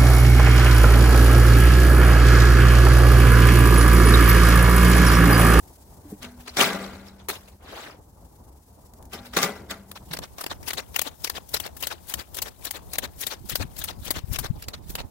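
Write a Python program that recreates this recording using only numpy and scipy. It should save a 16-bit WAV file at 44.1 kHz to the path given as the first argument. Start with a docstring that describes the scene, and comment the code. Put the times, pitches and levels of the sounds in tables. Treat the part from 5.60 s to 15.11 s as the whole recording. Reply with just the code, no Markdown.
"""Far traffic hums and grit trickles throughout: shaped noise with wandering gains.
Gravel is shovelled from a pile into a steel skip, twice at working pace, then about tenfold faster.
In a stroke the blade stabs and pushes through the pile, then stones rattle off it and land: noise bursts.
Decaying sines give the knocks of the blade and the ring of the skip under the working-pace loads.
Near the end, wind buffets left and right: low noise with a few single puffs on the left."""
import sys
import numpy as np
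from scipy import signal
from scipy.fft import rfft, irfft
from scipy.io import wavfile
from scipy.ndimage import uniform_filter1d

SR = 44100
rng = np.random.default_rng(int(sys.argv[2]) if len(sys.argv) > 2 else 0)


def put_to_file(sound):
    """Save the sound as 16-bit audio at rate SR, in the file named by the first command-line argument."""
    columns = np.atleast_2d(sound).T  # one column per channel
    safe = np.clip(columns, -1, 1)
    whole_steps = np.round(safe * 32767)
    wavfile.write(sys.argv[1], SR, whole_steps.astype(np.int16))


N = 419258
T = np.arange(N) / SR

# Levels in the tables are relative within their layer.
# traffic spectrum: (frequency [Hz], density [dB])
HUM_SPECTRUM = [(15, -35), (40, -10.5), (65, -5), (85, -7), (110, -13), (500, -24), (900, -23),
                (2000, -51.5), (3000, -85.5)]
# trickling grit, continuous: (time [s], level [dB])
TRICKLE = [(0.0, -57), (1.24, -60.5), (1.53, -65.5), (5.45, -59), (9.51, -64)]
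# grains ticking off the lifted blade: (time [s], level [dB])
TICKS = [(3.1273, -49), (3.253, -49), (3.3364, -31), (3.386, -43), (3.4263, -33), (3.454, -34)]
# grit spectrum: (frequency [Hz], density [dB])
GRIT_SPECTRUM = [(900, -25.5), (1600, -9.5), (2500, -12.5), (4200, -9.5), (5200, -7), (12500, -4.5),
                 (16000, -4)]
# blade grinding through the pile at working pace: (start [s], length [s], level [dB], body [dB])
GRINDS = [(0.375, 0.26, -77.5, 13), (1.694, 0.1, -44, -1), (1.974, 0.44, -48.5, 5.5)]
# loose stones dropping alone: (time [s], level [dB], fizz [dB])
STRAYS = [(0.504, -56.5, 9.5), (0.808, -52, 1), (0.879, -38.5, -13), (1.358, -49, -16), (1.472, -48, -10),
          (1.6, -52, -28), (1.885, -52, -1.5), (3.659, -47, -3.5), (4.513, -35, -20), (4.784, -37.5, -5),
          (5.03, -41.5, -4), (5.345, -34, -6), (5.892, -56, 17.5), (6.169, -43.5, 6), (6.206, -42, 8),
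          (6.746, -37, 5.5), (8.166, -42, 2)]
# working-pace loads hitting steel: (time [s], level [dB], rise [ms per 9 dB], fall [ms per 9 dB])
LOADS = [(0.628, -37.5, 7.5, 22), (0.97, -23.5, 1.7, 28), (1.005, -15.5, 14.5, 43.5), (3.535, -34, 8.5, 22),
         (3.739, -35, 6, 36), (3.769, -17, 2.5, 19), (3.831, -20, 13.5, 22), (4.111, -32, 9, 18)]
# blade stabbing the pile: (time [s], level [dB], fall [ms per 9 dB])
STABS = [(1.687, -27, 19), (4.316, -35, 2), (4.59, -27, 2), (4.865, -24, 3), (5.134, -22.5, 4),
         (5.417, -26.5, 5.5), (5.699, -20, 3.5), (6.001, -27.5, 6.5), (6.271, -23, 4.5), (6.54, -24.5, 5),
         (6.82, -28.5, 8), (7.11, -28.5, 5), (7.385, -21.5, 3.5), (7.668, -23.5, 6), (7.956, -23.5, 6.5),
         (8.241, -31, 8), (8.507, -26, 6.5), (8.788, -26, 8.5), (9.085, -26.5, 3.5), (9.354, -26, 4.5)]
# hurried pushes through the pile: (start [s], nominal length [ms], level [dB])
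PUSHES = [(4.353, 29, -44), (4.619, 39.4, -39), (4.898, 37.3, -36), (5.172, 36.6, -33.5),
          (5.446, 47, -36.5), (5.739, 51, -38.5), (6.037, 43.6, -37), (6.303, 36.3, -34), (6.578, 50, -39),
          (6.854, 41.6, -38.5), (7.14, 43, -39.5), (7.421, 43.5, -37), (7.701, 48, -36), (7.998, 39, -34.5),
          (8.276, 40.5, -35.5), (8.541, 60, -38), (8.829, 42.3, -36.5), (9.133, 22.2, -38.5),
          (9.38, 38.5, -39)]
# hurried loads sliding off the blade: (time [s], level [dB], fall [ms per 9 dB])
SLIDES = [(4.537, -24.5, 5), (4.812, -31.5, 8), (5.081, -24, 7.5), (5.364, -19.5, 3.5), (5.647, -21, 4.5),
          (5.944, -22.5, 6.5), (6.227, -32.5, 3.5), (6.499, -36, 10), (6.771, -37.5, 5), (7.054, -37, 7),
          (7.336, -29, 4.5), (7.615, -37, 15.5), (7.899, -34.5, 8.5), (8.191, -37, 8), (8.457, -43, 7),
          (8.734, -38.5, 9.5), (9.025, -32.5, 2.5), (9.304, -43.5, 13)]
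# hurried loads landing, at times in two heaps: (time [s], level [dB], fall [ms per 9 dB])
LANDINGS = [(4.572, -30, 2.1), (4.843, -30.5, 2.5), (5.109, -25, 3), (5.394, -13.5, 2), (5.675, -26.5, 3),
            (5.97, -27.5, 6.5), (6.24, -26.5, 8), (6.523, -34, 8), (6.779, -26.5, 1), (6.789, -27.5, 5),
            (7.071, -33, 12), (7.358, -29, 3.5), (7.637, -30.5, 8.5), (7.922, -30, 7.5), (8.219, -34.5, 9),
            (8.466, -36.5, 12.5), (8.481, -30, 5), (8.748, -34, 10), (8.762, -28, 4), (9.04, -41, 6)]
# gravel spectrum: (frequency [Hz], density [dB])
STONE_SPECTRUM = [(70, -38), (160, -17.5), (250, -1.5), (550, 2.5), (2400, -5), (3800, -2), (8900, -13.5),
                  (14900, -12.5)]
# knocks and rings of blade and handle: (time [s], frequency [Hz], level [dB], t60 [s])
BLADE_RINGS = [(.45, 292, -40, 0.28), (.52, 202, -24.5, 0.088), (.52, 300, -29, 0.097),
               (.52, 420, -30.5, 0.076), (.63, 244, -43, 1.8), (1.686, 405, -27.5, 0.09),
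               (1.688, 724, -33, 0.094), (3.54, 241, -46, 3), (4.505, 158, -30.5, 0.16),
               (4.584, 181, -27.5, 0.06)]
# clear modes of the skip: (frequency [Hz], level [dB], t60 [s])
SKIP_MODES = [(194.4, -12.5, 2.1), (205, -13, .9), (213, -11.5, 0.34), (302, -14, .3), (425, -8.5, 0.41),
              (565, -6.5, 0.2), (1980, -15.5, 0.27)]
# curve for the crowd of close skip modes: (frequency [Hz], level [dB], t60 [s])
WALL_MODES = [(175.4, -24, 0.34), (250, -16, 1), (633, -11, 0.39), (1200, 3, 0.1), (2504, -11, 0.099)]
# wind: (time [s], level [dB], left minus right [dB])
WIND = [(7.4, -51.5, -3), (8.0, -39.5, 6.5), (8.35, -38.5, 7.5), (8.85, -34, 8), (9.08, -55.5, -11),
        (9.28, -33.5, -10), (9.45, -38, -8), (9.51, -59, -14)]
# wind spectrum: (frequency [Hz], density [dB])
GUST_SPECTRUM = [(15, -46), (30, -3), (76, -1), (225, -14), (400, -24.5), (700, -84)]
# puffs on the left: (time [s], level [dB], frequency at centre [Hz], width [cycles])
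PUFFS = [(8.643, -14.5, 59.6, 0.22), (8.715, -12.5, 67, 0.32), (8.906, -11.5, 106, 0.71)]
# left-right likeness at working pace: (frequency [Hz], correlation [-1 to 1])
LIKENESS = [(60, 0.98), (290, 0.85), (640, 0.36), (1400, 0.4), (3100, -0.34), (7000, 0.21), (15000, -0.34)]
# place of the work, scaled by each layer: (time [s], left minus right [dB])
PAN = [(0, 2.5), (4.97, 3.5), (5.0, 8.5), (8.95, 9), (8.99, 1.5), (9.51, 1.5)]

HURRY_S, UNPAIR_S = 4.45, 0.059  # work speeds up; the sides lose their likeness over UNPAIR_S
BAND_LIMIT_HZ = 15900
HUM_DB, HUM_HURRIED_DB, HUM_SWELL_DB = -52.5, 2.7, 1.3
STAB_RISE_MS = 1.12
SLIDE_RISE, LANDING_RISE = 0.67, 1.29  # shares of the fall
STRAY_MS, HURRIED_STRAY_MS = (11, 22), (1.9, 8.1)  # rise, fall per 9 dB
STAB_FIZZ_DB, SLIDE_FIZZ_DB, PUSH_FIZZ_DB = -20, -23.5, -48.5
FIZZ_FOLLOWS = 0.38  # fine grit hardly follows the force of the blow
FIZZ_PER_PAN = 0.81  # treble gain [dB] per dB that the work sits further left
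LANDING_FIZZ_DB, GRIND_FIZZ_DB = -6.5, -5  # against the table level
LOAD_BODY_DB, LOAD_FIZZ_DB, LOAD_DRUM_DB = -9, -7.5, -4.5  # against the table level
SETTLE_DB, SETTLE_LONGER = (-6.5, -14, -14.5, -3.5), 2.86  # body, crunch, fizz, drum; times the fall
LEAD_MS, LEAD_DB, LEAD_FIZZ_DB = 50, -54.5, 8  # grit spills before each hurried slide
SLUMP_MS, SLUMP_DB, SLUMP_FIZZ_DB = 34, -18, -56  # pile slumps after each hurried push
GRIND_SMOOTH = .8  # share of the knocking that a steady grind irons out
PUFF_GLIDE = 0.53  # a puff speeds up as it passes


def gain_of(db):
    """Amplitude ratio for a level in dB."""
    return 10 ** (np.asarray(db) / 20)


def evened(x):
    """Scales to mean power 1."""
    return x / np.sqrt(np.mean(x ** 2) + 1e-20)


def read(points, hz):
    """Reads a curve along log frequency."""
    f, value = np.transpose(points)
    return np.interp(np.log(hz + 1), np.log(f + 1), value)


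def add(mix, s, sound):
    """Adds a sound in place from time s, cut at the end."""
    part = mix[..., round(s * SR):][..., :sound.shape[-1]]
    part += sound[..., :part.shape[-1]]


def paired(shape):
    """Two-sided noise of a given magnitude over Hz; the sides are alike only at working pace."""
    hz = np.fft.rfftfreq(N, 1 / SR)
    left, other = rfft(rng.standard_normal((2, N))) * shape(hz)
    same = np.clip(read(LIKENESS, hz), -1, 1)
    alike = same * left + np.sqrt(1 - same ** 2) * other
    left, alike, other = (evened(irfft(z, N)) for z in (left, alike, other))
    turn = np.pi / 2 * np.clip((T - HURRY_S) / UNPAIR_S, 0, 1)
    return np.array([left, np.cos(turn) * alike + np.sin(turn) * other])


def lumps(ms, depth_db):
    """A gain that wanders at random, of mean power 1."""
    size = max(round(ms * SR / 1000), 1)
    wander = uniform_filter1d(rng.standard_normal(N), size)
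    wander = evened(uniform_filter1d(wander, size))
    return evened(gain_of(depth_db * wander))


def panned(share):
    """Left and right gains of constant summed power, at a share of PAN."""
    right = gain_of(-share * np.interp(T, *np.transpose(PAN)))
    return np.array([np.ones(N), right]) * np.sqrt(4 / (1 + right ** 2))


def traffic():
    """A far hum that swells a little, louder once the work is hurried."""
    level = gain_of(HUM_DB + HUM_HURRIED_DB * (T > HURRY_S))
    level = level * lumps(300, HUM_SWELL_DB) * lumps(29, 2.8)
    return level * paired(lambda hz: gain_of(read(HUM_SPECTRUM, hz))) * panned(0.19)


def grit():
    """Trickling grit: a thin hiss with scattered bright ticks that die within ms."""
    level = gain_of(np.interp(T, *np.transpose(TRICKLE))) * lumps(12, 2.1)
    t = np.arange(400) / SR
    for s, db in TICKS:
        add(level, s, gain_of(db - 14 - 60 * t / 0.018))
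    return level * panned(1.0) * paired(lambda hz: gain_of(read(GRIT_SPECTRUM, hz)))


def fizz_of(s, db, usual_db):
    """Fizz against the blow: near its usual level whatever the force, brighter on the left."""
    pan_db = np.interp(s, *np.transpose(PAN))
    return (1 - FIZZ_FOLLOWS) * (usual_db - db) + FIZZ_PER_PAN * (pan_db - 7.5)


def burst(power, s, db, rise_ms, fall_ms, fizz_db, body_db, drum_db=-120, late_db=(-15.5,), longer=3.62):
    """Adds one burst of collisions: a rise, a fall, and stragglers that die more slowly."""
    rise_ms, fall_ms = max(rise_ms, .5), max(fall_ms, .5)
    ms = np.arange(-5 * rise_ms, 600, 1000 / SR)
    shape = gain_of(np.where(ms < 0, 9 * ms / rise_ms, -9 * ms / fall_ms)) ** 2
    late_curve_db = np.array(late_db)[:, None] - 9 * ms / (longer * fall_ms)
    stragglers = (ms > 0) * gain_of(late_curve_db) ** 2
    bands = gain_of(db + np.array([[body_db], [-2.5], [fizz_db], [drum_db]])) ** 2
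    add(power, s + ms[0] / 1000, bands * (shape + stragglers))


def body_of(s):
    """Body against the blow [dB]: rattles are thinner from 5 s on."""
    return -2.5 if s < 5 else -9


def grinds(power):
    """Adds steady grinding through the pile; the treble swells last."""
    for s, length_s, db, body_db in GRINDS:
        swell = np.hanning(round(length_s * SR)) ** np.array([[1.6], [2.2], [3]])
        bands = gain_of(db + np.array([[body_db], [0], [GRIND_FIZZ_DB]])) ** 2
        add(power[:3], s, bands * swell)


def strays(power):
    """Adds loose stones, each a small burst, shorter when hurried."""
    for s, db, fizz_db in STRAYS:
        rise_ms, fall_ms = STRAY_MS if s < HURRY_S else HURRIED_STRAY_MS
        burst(power, s, db, rise_ms, fall_ms, fizz_db, body_of(s))


def loads(power):
    """Adds working-pace loads that drum the skip, then settle."""
    for s, db, rise_ms, fall_ms in LOADS:
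        burst(power, s, db, rise_ms, fall_ms, LOAD_FIZZ_DB, LOAD_BODY_DB, LOAD_DRUM_DB,
              SETTLE_DB, SETTLE_LONGER)


def stabs(power):
    """Adds the sharp bite of the blade into the pile."""
    for s, db, ms in STABS:
        burst(power, s, db, STAB_RISE_MS, ms, fizz_of(s, db, STAB_FIZZ_DB), body_of(s) + 2.4)


def pushes(power):
    """Adds hurried pushes as smooth swells, each followed by a slump of the pile."""
    for s, ms, db in PUSHES:
        swell = signal.windows.tukey(round(1.404 * ms * SR / 1000), .9) ** 2
        bands = gain_of(db + np.array([[-2.5], [-1.1], [fizz_of(s, db, PUSH_FIZZ_DB)]])) ** 2
        add(power[:3], s - 0.21 * ms / 1000, bands * swell)
        burst(power, s + ms / 1000, db + SLUMP_DB, ms / 4, SLUMP_MS, SLUMP_FIZZ_DB, -0.5)


def slides(power):
    """Adds hurried loads sliding off the blade, each led by spilling grit."""
    for s, db, ms in SLIDES:
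        burst(power, s, db, SLIDE_RISE * ms, ms, fizz_of(s, db, SLIDE_FIZZ_DB), body_of(s))
        burst(power, s, LEAD_DB, LEAD_MS, ms, LEAD_FIZZ_DB + fizz_of(s, 0, 0), -6)


def landings(power):
    """Adds hurried loads landing in the skip."""
    for s, db, ms in LANDINGS:
        burst(power, s, db, LANDING_RISE * ms, ms, LANDING_FIZZ_DB, body_of(s))


def strokes():
    """Collision power over time (body, crunch, fizz, drum on the walls) and how knocky it is."""
    power = np.zeros((4, N))
    for source in (strays, loads, stabs, pushes, slides, landings):
        source(power)
    sudden = power[1].copy()
    grinds(power)
    return power, 1 - GRIND_SMOOTH * (1 - sudden / (power[1] + 1e-12))


def mottled(x, depth_db):
    """Each clump of stones has its own colour: random patches some 800 Hz wide and 10 ms long."""
    z = signal.stft(x, nperseg=256, noverlap=192)[2]
    patches = uniform_filter1d(rng.standard_normal(z.shape[1:]), size=5, axis=0)
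    patches = evened(uniform_filter1d(patches, size=8, axis=1))
    z = z * evened(gain_of(depth_db * patches))
    return signal.istft(z, nperseg=256, noverlap=192)[1][:, :N]


def gravel():
    """Dense stone collisions as noise in three ranges; working-pace loads also drum the skip."""
    power, knocky = strokes()
    body, crunch, fizz, drum = np.sqrt(power)
    under = lambda hz, edge_hz: 1 / (1 + (hz / edge_hz) ** 6)
    stone = lambda hz: gain_of(read(STONE_SPECTRUM, hz))
    # big stones and clumps strike all ranges together
    knocks = (lumps(2.03, 1.3) * lumps(7.5, 1.51)) ** knocky
    low = paired(lambda hz: stone(hz) * np.sqrt(under(hz, 2200)))
    low = mottled(low, 3.26)
    mid = paired(lambda hz: stone(hz) * np.sqrt(under(hz, 8300) - under(hz, 1700)))
    mid = mottled(mid, 4.5) * lumps(0.52, 0.93)
    top = paired(lambda hz: stone(hz) * np.sqrt(1 - under(hz, 8500)))
    top = mottled(top, 2.5) * lumps(.3, 1.5)
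    stones = panned(0.67) * body * low + panned(0.85) * crunch * mid + panned(1.2) * fizz * top
    return knocks * stones + skip(knocks * drum * rng.standard_normal(N))


def blade():
    """Blade and handle: dull knocks and faint low rings as decaying sines."""
    out, t = np.zeros(N), np.arange(SR // 2) / SR
    for s, hz, db, t60 in BLADE_RINGS:
        ends = np.minimum(t * hz / 1.25, 1) * np.minimum((t[-1] - t) * 10, 1)
        add(out, s, gain_of(db - 60 * t / t60) * np.sin(2 * np.pi * hz * t) * ends)
    return out


def skip(blows):
    """Sheet-steel walls ring with a few clear modes over a crowd of close ones."""
    t = np.arange(SR * 3 // 2) / SR
    f, db, t60 = np.transpose(WALL_MODES)
    crowd_hz = f[0] * (f[-1] / f[0]) ** rng.random(240)
    crowd = zip(crowd_hz, np.interp(crowd_hz, f, db) - 14.0, np.interp(crowd_hz, f, t60))
    modes = np.array([gain_of(level_db - 60 * t / decay_s) * np.sin(2 * np.pi * hz * t)
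                      for hz, level_db, decay_s in [*SKIP_MODES, *crowd]])
    # each wall faces its own way
    angle = rng.uniform(-0.73, 1.0, len(modes))
    facing = np.cos(angle + np.pi / 4 * np.array([[.7], [1.3]]))
    low_cut = signal.butter(4, 175., "high", fs=SR, output="sos")
    ring = signal.sosfilt(low_cut, facing @ modes)
    return gain_of(-30.5) * signal.fftconvolve(blows[None], ring, axes=1)[:, :N]


def wind():
    """Lumpy low buffeting, unrelated left and right, and single puffs as short gliding sines."""
    s, db, pan_db = np.transpose(WIND)
    db, pan_db = np.interp(T, s, db, left=-120), np.interp(T, s, pan_db)
    sides = gain_of([db + pan_db / 2, db - pan_db / 2])
    sides = sides / np.sqrt(np.cosh(pan_db * np.log(10) / 20) / 2)  # summed power independent of pan
    out = sides * paired(lambda hz: gain_of(read(GUST_SPECTRUM, hz))) * [lumps(26, 9.3), lumps(18, 7.7)]
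    for s, db, hz, cycles in PUFFS:
        turns = np.arange(-SR // 20, SR // 20) / SR * hz
        puff = np.sin(2 * np.pi * turns * (1 + PUFF_GLIDE * turns)) * np.exp(-(turns / cycles) ** 2)
        add(out[0], s - 1 / 20, gain_of(db) * puff)
    return out


def scene():
    """Sums the layers."""
    return traffic() + grit() + gravel() + blade() + wind()


def record(dry):
    """Limits the band with a linear-phase low-pass."""
    lowpass = signal.firwin(511, BAND_LIMIT_HZ, window=("kaiser", 9), fs=SR)
    return signal.oaconvolve(dry, lowpass[None], "same")


dry = scene()
out = record(dry)
put_to_file(out)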